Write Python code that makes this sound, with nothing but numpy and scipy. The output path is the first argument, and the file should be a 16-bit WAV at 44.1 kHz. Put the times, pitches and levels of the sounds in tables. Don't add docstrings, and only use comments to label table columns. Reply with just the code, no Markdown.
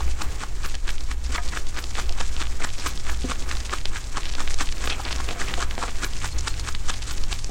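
import sys
import numpy as np
from scipy import signal
from scipy.fft import rfft, irfft
from scipy.io import wavfile
from scipy.ndimage import uniform_filter1d

SR = 44100
rng = np.random.default_rng(int(sys.argv[2]) if len(sys.argv) > 2 else 0)


def persist_wave(psi):
    counts = np.round(np.clip(psi, -1, 1) * 32767).astype(np.int16)
    wavfile.write(sys.argv[1], SR, np.atleast_2d(counts).T)


N = 330750
T = np.arange(N) / SR


def undb(db):
    return 10 ** (np.asarray(db) / 20)


def unit(x):
    return x / np.sqrt(np.mean(x ** 2) + 1e-18)


def curve(rows):
    return undb(np.interp(T, *np.transpose(rows)))


def add(out, s, sound):
    start = int(np.clip(s * SR, 0, N - 1))
    out[start:start + len(sound)] += sound[:N - start]


def colour(x, points):
    hz, db = np.transpose(points)
    f = np.maximum(np.fft.rfftfreq(N, 1 / SR), 1)
    gain = unit(undb(np.interp(np.log(f), np.log(hz), db)))
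    cepstrum = irfft(np.log(gain), N)
    fold = 1 + np.sign(N / 2 - np.arange(N)) * (np.arange(N) > 0)
    response = np.exp(rfft(cepstrum * fold))
    return irfft(rfft(x) * response, N)


def band(x, hz, spread):
    edges = [hz / spread, hz * spread]
    return signal.sosfilt(signal.butter(1, edges, "bandpass", fs=SR, output="sos"), x)


def walk(rate):
    k = int(SR / rate)
    steps = np.repeat(rng.standard_normal(N // k + 1), k)
    return unit(uniform_filter1d(steps, k)[:N])


def random_sizes(sign, luck, scatter_db):
    return np.sign(sign - .5) * undb(scatter_db * np.minimum(-np.log(1 - luck), 4))


def fractures(rate, scatter_db):
    when, sign, luck = rng.random((int(rate * N / SR), 3)).T
    sizes = random_sizes(sign, luck, scatter_db)
    return unit(np.bincount((when * N).astype(int), sizes, N))


def grains(length, hz, rate, cycles, octaves, scatter_db):
    when, luck, detune, sign = rng.random((int(rate * length / SR) + 1, 4)).T[:, :, None]
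    steps = np.arange(int(np.clip(8 * cycles * SR / hz, 40, 400)))
    pitch = np.minimum(hz * 2 ** (octaves * (2 * detune - 1)), SR / 3)
    phase = pitch * steps / SR
    pops = random_sizes(sign, luck, scatter_db) * np.sin(2 * np.pi * phase) * np.exp(-phase / cycles)
    places = (when * length).astype(int) + steps
    return unit(np.bincount(places.ravel(), pops.ravel(), length)[:length])


# (frequency [Hz], relative level [dB per Hz])
RUMBLE = [(3, -5.5), (8, 3.5), (14, -1), (22, -12.5), (32, -12.5), (45, -15.5), (56, -16), (68, -25.5),
          (82, -29.5), (115, -32), (180, -44), (400, -74.5)]
# (time [s], level [dB])
DRONE = [(0, -29), (.7, -40), (1.6, -32.5), (2.15, -32), (2.7, -37), (3.2, -31.5), (4.2, -41), (4.9, -35.5),
         (5.3, -33), (5.75, -37), (6.8, -32.5), (7.4, -53)]
# (frequency [Hz], relative level [dB per Hz])
AIR = [(60, -5.5), (140, 2.5), (300, 1), (550, -7.5), (1000, -4.5), (2000, -15), (4000, -17), (7500, -10),
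       (10000, -24), (15000, -37)]
# (time [s], level [dB])
HUM = [(0, -45.5), (.9, -50.5), (3.2, -47.5), (5.9, -46.5), (6.05, -42), (6.7, -42), (7.5, -43)]
HUM_HZ = 100
MOTOR_HZ, MOTOR_DB = 145.7, -10.5


def background():
    rumble = undb(-21.0) * colour(rng.standard_normal(N), RUMBLE)
    throb = np.sin(2 * np.pi * 59 * T + 1.5 * walk(rate=8)) * undb(3.0 * walk(rate=10))
    drone = curve(DRONE) * unit(band(throb, 62.5, spread=1.1))
    air = undb(-51.5) * colour(rng.standard_normal(N), AIR)
    mains = unit(np.sin(2 * np.pi * HUM_HZ * T + 0.23 * walk(rate=2.1)))
    motor = unit(np.sin(2 * np.pi * MOTOR_HZ * T + 0.73 * walk(rate=5)))
    hum = curve(HUM) * undb(2.0 * walk(rate=5)) * (mains + undb(MOTOR_DB) * motor)
    return rumble + drone + air + hum


# (time [s], level [dB])
SHUFFLE = [(0.0, -43), (0.6, -47.5), (0.8, -50.5), (0.95, -49.5), (1.19, -50.5), (1.29, -47.5),
           (1.44, -43.5), (1.73, -47), (2.5, -44), (2.84, -48.5), (3.41, -41.5), (4.03, -48.5),
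           (4.34, -45.5), (4.66, -45.5), (5.22, -42.5), (7.5, -48.5)]


def shuffle():
    unevenness = undb(2.2 * walk(rate=30))
    brush = fractures(rate=3300, scatter_db=1.5) * curve(SHUFFLE) * unevenness
    return colour(brush, [(70, -9.0), (160, 2), (350, 1.5), (600, -3.5), (1100, -5.5), (2200, -7.5), (6000, -26.0)])


# (time [s], relative level [dB])
CRACKLE = [(0.0, -44.5), (0.55, -47.5), (0.73, -46), (0.775, -54), (0.82, -58), (0.845, -46), (1.06, -45.5),
           (1.15, -52), (1.2, -55), (1.24, -45), (1.48, -43), (2.3, -43.5), (3.05, -42.5), (3.78, -42),
           (3.87, -47), (3.94, -44), (4.1, -47), (4.2, -43), (4.33, -45), (4.41, -42), (4.9, -40),
           (4.99, -45), (5.12, -40), (5.3, -41), (5.35, -46), (5.43, -39.5), (5.6, -40.5), (5.68, -49),
           (5.85, -42.5), (5.98, -44), (6.15, -41), (6.39, -44), (6.56, -42), (6.8, -46.5), (7.12, -41.5),
           (7.28, -48), (7.5, -45)]
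DRAW_LEAD_S, DRAW_S, DRAW_DB = 0.09, 0.014, 1.2
PAUSE_LEAD_S, PAUSE_S, PAUSE_DB = .062, .014, -2.5


def nibbling():
    bites = np.array(STROKES)[:, 0]
    to_next_bite = np.append(bites, np.inf)[np.searchsorted(bites, T)] - T
    draw_db = DRAW_DB * np.exp(-((to_next_bite - DRAW_LEAD_S) / DRAW_S) ** 2)
    pause_db = PAUSE_DB * np.exp(-((to_next_bite - PAUSE_LEAD_S) / PAUSE_S) ** 2)
    return curve(CRACKLE) * undb(draw_db + pause_db)


# (frequency [Hz], relative level [dB per Hz])
LEAF = [(200, -9.5), (600, -1), (1500, -10.5), (2500, 0), (4500, 6.5), (7000, 8), (8400, 4), (9500, -3.5),
        (11500, -7.5), (13000, -61), (15000, -41)]


def leaves(effort):
    flurries = undb(3.4 * walk(rate=60))
    activity = effort * flurries
    fine = colour(fractures(rate=1900, scatter_db=3.0) * activity, LEAF)
    ticks = activity * grains(N, hz=4030, rate=260, cycles=0.99, octaves=1.0, scatter_db=1.5)
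    return undb(-2.0) * fine, undb(-6.0) * ticks


# (time [s], relative level [dB], mouth ring [Hz], splinters relative to the ring [dB])
CRUSHES = [(0.007, -33, 1120, -8), (0.219, -34, 1240, -1), (0.437, -33.0, 1210, -9.0),
           (0.645, -40, 1760, -3), (0.661, -40, 1310, 2), (0.88, -38.5, 1420, 2), (0.891, -40, 1420, -4),
           (0.905, -44, 2230, 9), (1.115, -36, 1780, -3), (1.348, -35, 1890, 1.0), (1.353, -31, 1460, -6),
           (1.36, -30, 1600, -3), (1.573, -29.0, 1590, -6), (1.772, -37, 1400, -2),
           (1.784, -38.0, 1520, -2), (1.789, -37.5, 1760, 1), (1.983, -33, 1400, -5),
           (1.989, -31.5, 1350, -10), (1.997, -33.5, 1560, -1), (2.205, -34, 1260, 1),
           (2.211, -34, 1370, -7), (2.403, -42.5, 1430, 5), (2.417, -44, 1500, -4), (2.425, -37, 1660, 2),
           (2.64, -36.5, 1300, -1), (2.648, -30.0, 1480, -6.0), (2.863, -32.5, 1540, -7.0),
           (2.868, -33.5, 1420, 0.5), (3.098, -32.5, 1520, -3.0), (3.318, -27.5, 1500, -6.5),
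           (3.514, -31.5, 1600, -1.5), (3.737, -29.0, 1300, -7.5), (3.96, -33, 1700, -12),
           (3.969, -36.0, 1440, -4), (4.171, -33.0, 1400, -6.0), (4.18, -32, 1320, -5),
           (4.396, -37, 1620, -2.0), (4.406, -33.0, 1510, -2), (4.61, -28.5, 1420, -4),
           (4.616, -31, 1470, -9), (4.841, -36, 1910, -1.0), (4.857, -41.0, 1410, 2.0),
           (5.191, -42, 1450, -13), (5.205, -36, 1540, -9), (5.417, -28.5, 1550, -10),
           (5.611, -36, 1300, -5), (5.627, -29.5, 1380, -2.5), (5.828, -31, 1220, -11.0),
           (5.838, -29, 1230, -9), (6.036, -35, 1530, -5), (6.046, -35.5, 1570, 4.5),
           (6.246, -31.5, 1250, -10.0), (6.259, -38, 1510, 0.0), (6.474, -32.0, 1310, -5),
           (6.479, -31.5, 1420, 2), (6.675, -37, 1430, -1.0), (6.688, -32.5, 1220, -2.0),
           (6.887, -36, 1400, 1.0), (6.899, -30.5, 1230, -7), (6.904, -37.5, 1350, 6),
           (7.098, -43.0, 1450, 1), (7.111, -45, 1450, 11), (7.328, -39, 1660, 0)]
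CRUSH_S, CRUSH_DB = .0017, .5


def crushes():
    out, t = np.zeros(N), np.arange(-256, 256) / SR
    collapse = np.exp(-(t / CRUSH_S) ** 2 / 2)
    for s, db, hz, splinter_db in CRUSHES:
        ring = grains(len(t), hz, rate=3000, cycles=1.6, octaves=.4, scatter_db=1.5)
        shards = grains(len(t), 4600, rate=4500, cycles=.7, octaves=.9, scatter_db=2.5)
        splinters = band(shards, 4600, spread=2)
        volley = unit(ring * collapse) + undb(splinter_db) * unit(splinters * collapse)
        add(out, s + t[0], undb(db + CRUSH_DB) * volley)
    return out


# (time of hardest bite [s], strength [dB], crispness relative to the bite [dB],
# mouth resonance [Hz], relative level of the finest sizzle [dB], closing time [s])
STROKES = [(0.014, -39, -10, 1030, -66, 0.024), (0.218, -34.5, -4.5, 1060, -60, 0.03),
           (0.43, -35, -3.5, 1230, -71, 0.026), (0.652, -36, -3, 1260, -57, 0.029),
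           (0.892, -37.5, -6, 1390, -63, .032), (1.114, -39.5, -5.5, 1560, -70, 0.023),
           (1.354, -32.5, -5.5, 1430, -64, 0.034), (1.565, -33, -5, 1550, -64, 0.024),
           (1.785, -35, -8, 1390, -60, 0.027), (1.994, -33.5, -3, 1360, -64, 0.022),
           (2.21, -37, -4.5, 1260, -75, 0.043), (2.418, -34.5, -4, 1420, -71, 0.028),
           (2.645, -33, -4, 1390, -63, 0.025), (2.867, -30.5, -4, 1450, -54, 0.025),
           (3.099, -33.5, -7, 1570, -59, 0.03), (3.312, -32.5, -4, 1430, -70, 0.028),
           (3.514, -34.5, -13, 1400, -67, 0.031), (3.734, -31.5, -7, 1270, -65, 0.022),
           (3.968, -36.5, -2, 1360, -65, 0.036), (4.178, -31, -6.5, 1400, -75, 0.025),
           (4.404, -33.5, -7, 1330, -67, 0.03), (4.615, -29, -2, 1430, -60, 0.019),
           (4.846, -34.5, -3.5, 1630, -58, 0.03), (5.004, -40.5, -12, 1080, -66, 0.051),
           (5.204, -36, -19, 1250, -73, 0.034), (5.412, -32.5, -5, 1430, -66, 0.028),
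           (5.619, -28.5, -5, 1310, -71, 0.024), (5.829, -33, -3.5, 1200, -75, 0.031),
           (6.042, -29.5, -6, 1320, -56, 0.024), (6.254, -31, -1.5, 1410, -61, 0.017),
           (6.474, -35.5, -0.5, 1240, -65, 0.025), (6.684, -35.5, -0.5, 1300, -64, 0.024),
           (6.898, -35, -0.5, 1290, -67, 0.024), (7.108, -38, -1, 1370, -59, 0.033),
           (7.327, -36.5, 1, 1370, -64, 0.024)]
# (frequency [Hz], relative level [dB per Hz])
MOUTH = [(120, -8), (200, -5.5), (300, 1.5), (600, -12), (850, -6.5), (1200, 0), (1650, -2), (2000, -8),
         (2400, -3), (3200, -22), (6000, -15.5), (12000, -73)]
CRISP = [(900, -19), (2000, -21), (3000, 2.5), (5000, -3), (7200, 2.5), (8500, -0.5), (10000, -15.5),
         (13000, -38), (15000, -53)]
SIZZLE = [(6000, -48), (10000, 2), (12000, 2.5), (13000, -24), (14200, 6), (15500, -3)]
CRUNCH_SHARE, OPENING_SHARE = .37, .72
GRIND_DB, CRUNCH_DB = 1.5, -4
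SAP_HZ, SAP_DB = 3230, -5
SIZZLE_LAG_S, SIZZLE_S = 0.015, 0.02


def chewing():
    force, crisp, sizzle, pops, wet = np.zeros((5, N))
    for s, db, crisp_db, mouth_hz, sizzle_db, closing_s in STROKES:
        near = slice(max(int((s - .15) * SR), 0), int((s + .15) * SR))
        d = T[near] - s
        fade_s = closing_s * np.where(d < 0, 1, OPENING_SHARE)
        grind = undb(db + GRIND_DB) * np.exp(-np.abs(d) / fade_s)
        crunch = undb(db + CRUNCH_DB) * np.exp(-(d / (CRUNCH_SHARE * closing_s)) ** 2)
        bite = np.hypot(grind, crunch)
        crisp_bite = undb(crisp_db) * bite
        force[near] += bite
        crisp[near] += crisp_bite
        sizzle[near] += undb(sizzle_db) * np.exp(-((d - SIZZLE_LAG_S) / SIZZLE_S) ** 2)
        pops[near] += bite * grains(len(d), mouth_hz, rate=380, cycles=2.0, octaves=0.45, scatter_db=3.0)
        wet[near] += crisp_bite * grains(len(d), SAP_HZ, rate=240, cycles=1.8, octaves=1.0, scatter_db=3.0)
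    catch = undb(3.2 * walk(rate=300) - .8)
    breaks = colour(fractures(rate=1300, scatter_db=2.6) * catch * force, MOUTH)
    splinters = colour(fractures(rate=1500, scatter_db=1.8) * catch * crisp, CRISP)
    fizz = colour(rng.standard_normal(N) * sizzle, SIZZLE)
    dry_parts = undb(-1.5) * breaks + undb(0.5) * splinters + undb(13.0) * fizz
    return dry_parts + undb(SAP_DB) * wet + undb(-6.0) * pops


# (time [s], level [dB], half length [s], centre pitch [Hz], grit relative to the squeak [dB])
RUSTLES = [(0.079, -33, 0.00082, 2600, 4), (0.745, -34.5, .003, 3200, 13), (0.753, -30, .0016, 4780, 7),
           (1.257, -40, .008, 5600, 1), (1.382, -26.5, 0.0021, 2120, -10), (1.532, -31, 0.0049, 1710, -2),
           (2.606, -31.5, 0.0022, 1500, -4), (2.622, -30, 0.0048, 2060, 0), (2.805, -35.5, 0.0091, 5000, 2),
           (4.268, -37, .005, 3550, 4), (4.286, -38, 0.0056, 4400, 2), (4.877, -26.5, 0.0026, 1550, -1),
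           (4.903, -24, 0.0049, 4200, 4), (4.924, -26.5, 0.0091, 2920, -3), (4.947, -35, 0.0033, 2530, -8),
           (5.001, -28, 0.0035, 1080, -16), (5.053, -29, 0.0018, 3860, -2), (5.068, -32, 0.017, 2210, 11),
           (5.112, -27.5, 0.0039, 3300, 5), (5.122, -30, 0.0067, 5260, 2), (5.293, -31, 0.01, 2600, 15),
           (5.309, -29, 0.0031, 5300, 3), (5.322, -38, 0.0046, 3500, 7), (5.481, -30, .003, 2400, -9),
           (5.486, -30, .004, 2940, 1), (5.498, -30, 0.0036, 2000, 0), (5.513, -35, .003, 2750, -4),
           (5.604, -31, .0018, 5540, 10), (5.78, -21.5, 0.0012, 1530, 16),
           (5.835, -29.5, 0.0096, 1200, -10), (5.884, -32, 0.0094, 2200, 12),
           (6.388, -29.5, 0.0045, 6130, -9), (6.598, -25, 0.0015, 5400, 2), (6.938, -33, 0.0062, 4940, 10),
           (7.329, -41, 0.0017, 2420, 8)]


def rustles():
    out = np.zeros(N)
    for s, db, length, hz, grit_db in RUSTLES:
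        near = slice(int((s - .06) * SR), int((s + .06) * SR))
        d = T[near] - s
        blade = grains(len(d), hz, rate=1100, cycles=3.2, octaves=.22, scatter_db=2.6)
        grit = grains(len(d), hz, rate=1500, cycles=0.26, octaves=1.16, scatter_db=3.5)
        pull = np.exp(-(d / length) ** 2 / 2)
        shower = unit((blade + undb(grit_db) * grit) * pull)
        out[near] += undb(db) * shower * np.sqrt(np.mean(pull ** 2))
    return out


# (time [s], relative level [dB], pitch [Hz])
SNAPS = [(0.634, -19, 4100), (0.746, -19, 3800), (0.753, -14, 4800), (0.892, -11, 2800), (0.982, -18, 3300),
         (1.008, -17, 5300), (1.266, -21, 5500), (1.479, -18, 5200), (1.488, -16, 4200), (1.67, -20, 3700),
         (1.765, -17, 2200), (1.841, -11, 4200), (1.907, -18, 5600), (1.954, -13, 2900), (1.969, -17, 2700),
         (2.094, -13, 4400), (2.125, -16, 5400), (2.187, -19, 3100), (2.21, -9, 2100), (2.366, -14, 3500),
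         (2.417, -10, 3000), (2.455, -20, 2900), (2.47, -17, 3100), (2.691, -16, 3400), (2.703, -19, 3400),
         (2.783, -20, 4500), (2.788, -17, 5600), (2.798, -20, 5000), (2.976, -15, 4400), (2.999, -19, 5000),
         (3.068, -17, 2000), (3.147, -19, 3500), (3.222, -20, 4500), (3.236, -20, 3600), (3.358, -20, 2800),
         (3.424, -20, 3600), (3.553, -18, 3600), (3.57, -14, 4200), (3.604, -16, 4600), (3.609, -19, 4300),
         (3.696, -15, 2300), (3.709, -19, 4500), (3.785, -17, 2700), (3.814, -20, 4200), (3.856, -5, 3800),
         (4.042, -20, 4400), (4.208, -20, 3100), (4.222, -21, 2900), (4.233, -16, 2900), (4.256, -12, 3100),
         (4.262, -20, 4100), (4.267, -20, 3600), (4.294, -16, 4000), (4.3, -16, 4300), (4.338, -16, 3700),
         (4.352, -10, 3900), (4.477, -9, 2900), (4.484, -17, 3100), (4.536, -20, 4400), (4.543, -9, 6400),
         (4.588, -14, 4500), (4.673, -16, 2700), (4.69, -12, 2900), (4.725, -11, 4700), (4.782, -19, 4900),
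         (4.808, -20, 3000), (4.875, -7, 2600), (4.901, -11, 3700), (5.053, -17, 3500), (5.081, -16, 2100),
         (5.088, -13, 2300), (5.128, -8, 3600), (5.153, -18, 2200), (5.162, -14, 5900), (5.184, -19, 4000),
         (5.289, -11, 3200), (5.314, -18, 3100), (5.33, -20, 3100), (5.509, -18, 2700), (5.54, -6, 2800),
         (5.711, -12, 2800), (5.753, -21, 5200), (5.894, -18, 2400), (5.957, -20, 3500), (6.135, -19, 3800),
         (6.167, -20, 6300), (6.189, -20, 5700), (6.218, -18, 2200), (6.29, -19, 3600), (6.387, -14, 5600),
         (6.394, -20, 5300), (6.409, -14, 6000), (6.541, -19, 3500), (6.75, -8, 3100), (6.94, -16, 3200),
         (7.021, -18, 4000), (7.028, -18, 4500), (7.181, -15, 4100), (7.238, -13, 4600), (7.328, -7, 3100),
         (7.391, -17, 4200), (7.445, -11, 5900)]
SMALL_SNAPS_PER_S, SMALL_SNAP_DB, SMALL_SNAP_HZ = 14, 17, 4200


def veins(effort):
    small = []
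    for when, size, pitch in rng.random((int(SMALL_SNAPS_PER_S * N / SR), 3)):
        i = int(when * N)
        db = 20 * np.log10(effort[i]) + SMALL_SNAP_DB + 5 * (size - .5)
        small.append((T[i], db, SMALL_SNAP_HZ * 2 ** (1.5 * (pitch - .5))))
    return list(SNAPS) + small


CRACK_DB = -3.7


def snaps(effort):
    out, t = np.zeros(N), np.arange(-500, 500) / SR
    for s, db, hz in veins(effort):
        crack = rng.choice([-1, 1]) * np.sin(2 * np.pi * hz * t) * np.exp(-(t / .00016) ** 2)
        crack = crack / np.abs(crack).max()
        pops = grains(len(t), hz, rate=5300, cycles=0.2, octaves=0.65, scatter_db=-1.0)
        crackle = pops * np.exp(-np.abs(t) / 0.0028)
        crackle_db = -21.5 + 3 * np.log2(hz / 3000)
        add(out, s + t[0], undb(db) * (undb(CRACK_DB) * crack + undb(crackle_db) * crackle))
    return out


# (time [s], peak level [dB], brightness of the contact [Hz])
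BUMPS = [(1.294, -31, 330), (1.382, -20, 1140), (2.103, -32, 520), (3.243, -17.5, 282), (3.296, -26, 380),
         (3.415, -31, 302), (4.848, -28.5, 335), (5.31, -25, 650), (5.36, -28.5, 650), (5.578, -22.5, 520),
         (5.787, -27.5, 600), (5.836, -28, 700), (7.494, -24.5, 400)]
# (frequency [Hz], relative level [dB], time to fade by 60 dB [s])
TABLE = [(173, -5, 0.035), (264, -6.5, 0.069), (375, -5.5, 0.035), (506, -8.5, 0.058), (640, -5, 0.021),
         (701, -12.5, 0.14), (960, -9, 0.045), (1230, -13, 0.062), (1590, -10, .06), (1710, -16, 0.08)]


def bumps():
    out, t = np.zeros(N), np.arange(SR // 5) / SR
    for s, db, contact_hz in BUMPS:
        ring = np.zeros(len(t))
        for hz, mode_db, t60 in TABLE:
            strength = undb(mode_db - 10.0 * np.log2(hz / contact_hz) ** 2)
            detuned_hz = hz * (1 + 0.019 * rng.standard_normal())
            ring += strength * np.exp(-np.log(1000) * t / t60) * np.sin(2 * np.pi * detuned_hz * t)
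        ring = ring * (1 - np.exp(-t * contact_hz * 2))
        add(out, s, undb(db) * ring / np.abs(ring).max())
    return out


# (time [s], level [dB], pitch [Hz])
PEEPS = [(6.329, -37, 4240), (6.509, -36, 4280), (6.535, -43, 4300), (6.611, -40, 4260)]


def peeps():
    quaver = .8 * walk(rate=250)
    out = np.zeros(N)
    for s, db, hz in PEEPS:
        swell = np.exp(-((T - s) / 0.0056) ** 2)
        out += undb(db) * swell * np.sin(2 * np.pi * hz * T + quaver)
    return out


def room(x, t60, wet_db):
    t = np.arange(SR // 3) / SR
    noise = band(rng.standard_normal(len(t)), 1580, spread=2.5)
    tail = noise * np.exp(-np.log(1000) * t / t60) * (t > .002)
    return x + undb(wet_db) * signal.fftconvolve(x, tail / np.linalg.norm(tail))[:N]


def scene():
    effort = nibbling()
    fine, ticks = leaves(effort)
    softening = signal.butter(4, 9000, fs=SR, output="sos")
    blades = signal.sosfilt(softening, snaps(effort) + crushes() + rustles() + ticks)
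    near = chewing() + blades + fine + bumps() + shuffle() + peeps()
    heard = room(near, t60=.14, wet_db=-19)
    return heard[None] + background()


CEILING = .43
TOP_HZ = 15800


def record(dry):
    rounded = dry / (1 + (dry / CEILING) ** 6) ** (1 / 6)
    return signal.sosfilt(signal.ellip(8, .2, 70, TOP_HZ, fs=SR, output="sos"), rounded)


dry = scene()
out = record(dry)
persist_wave(out)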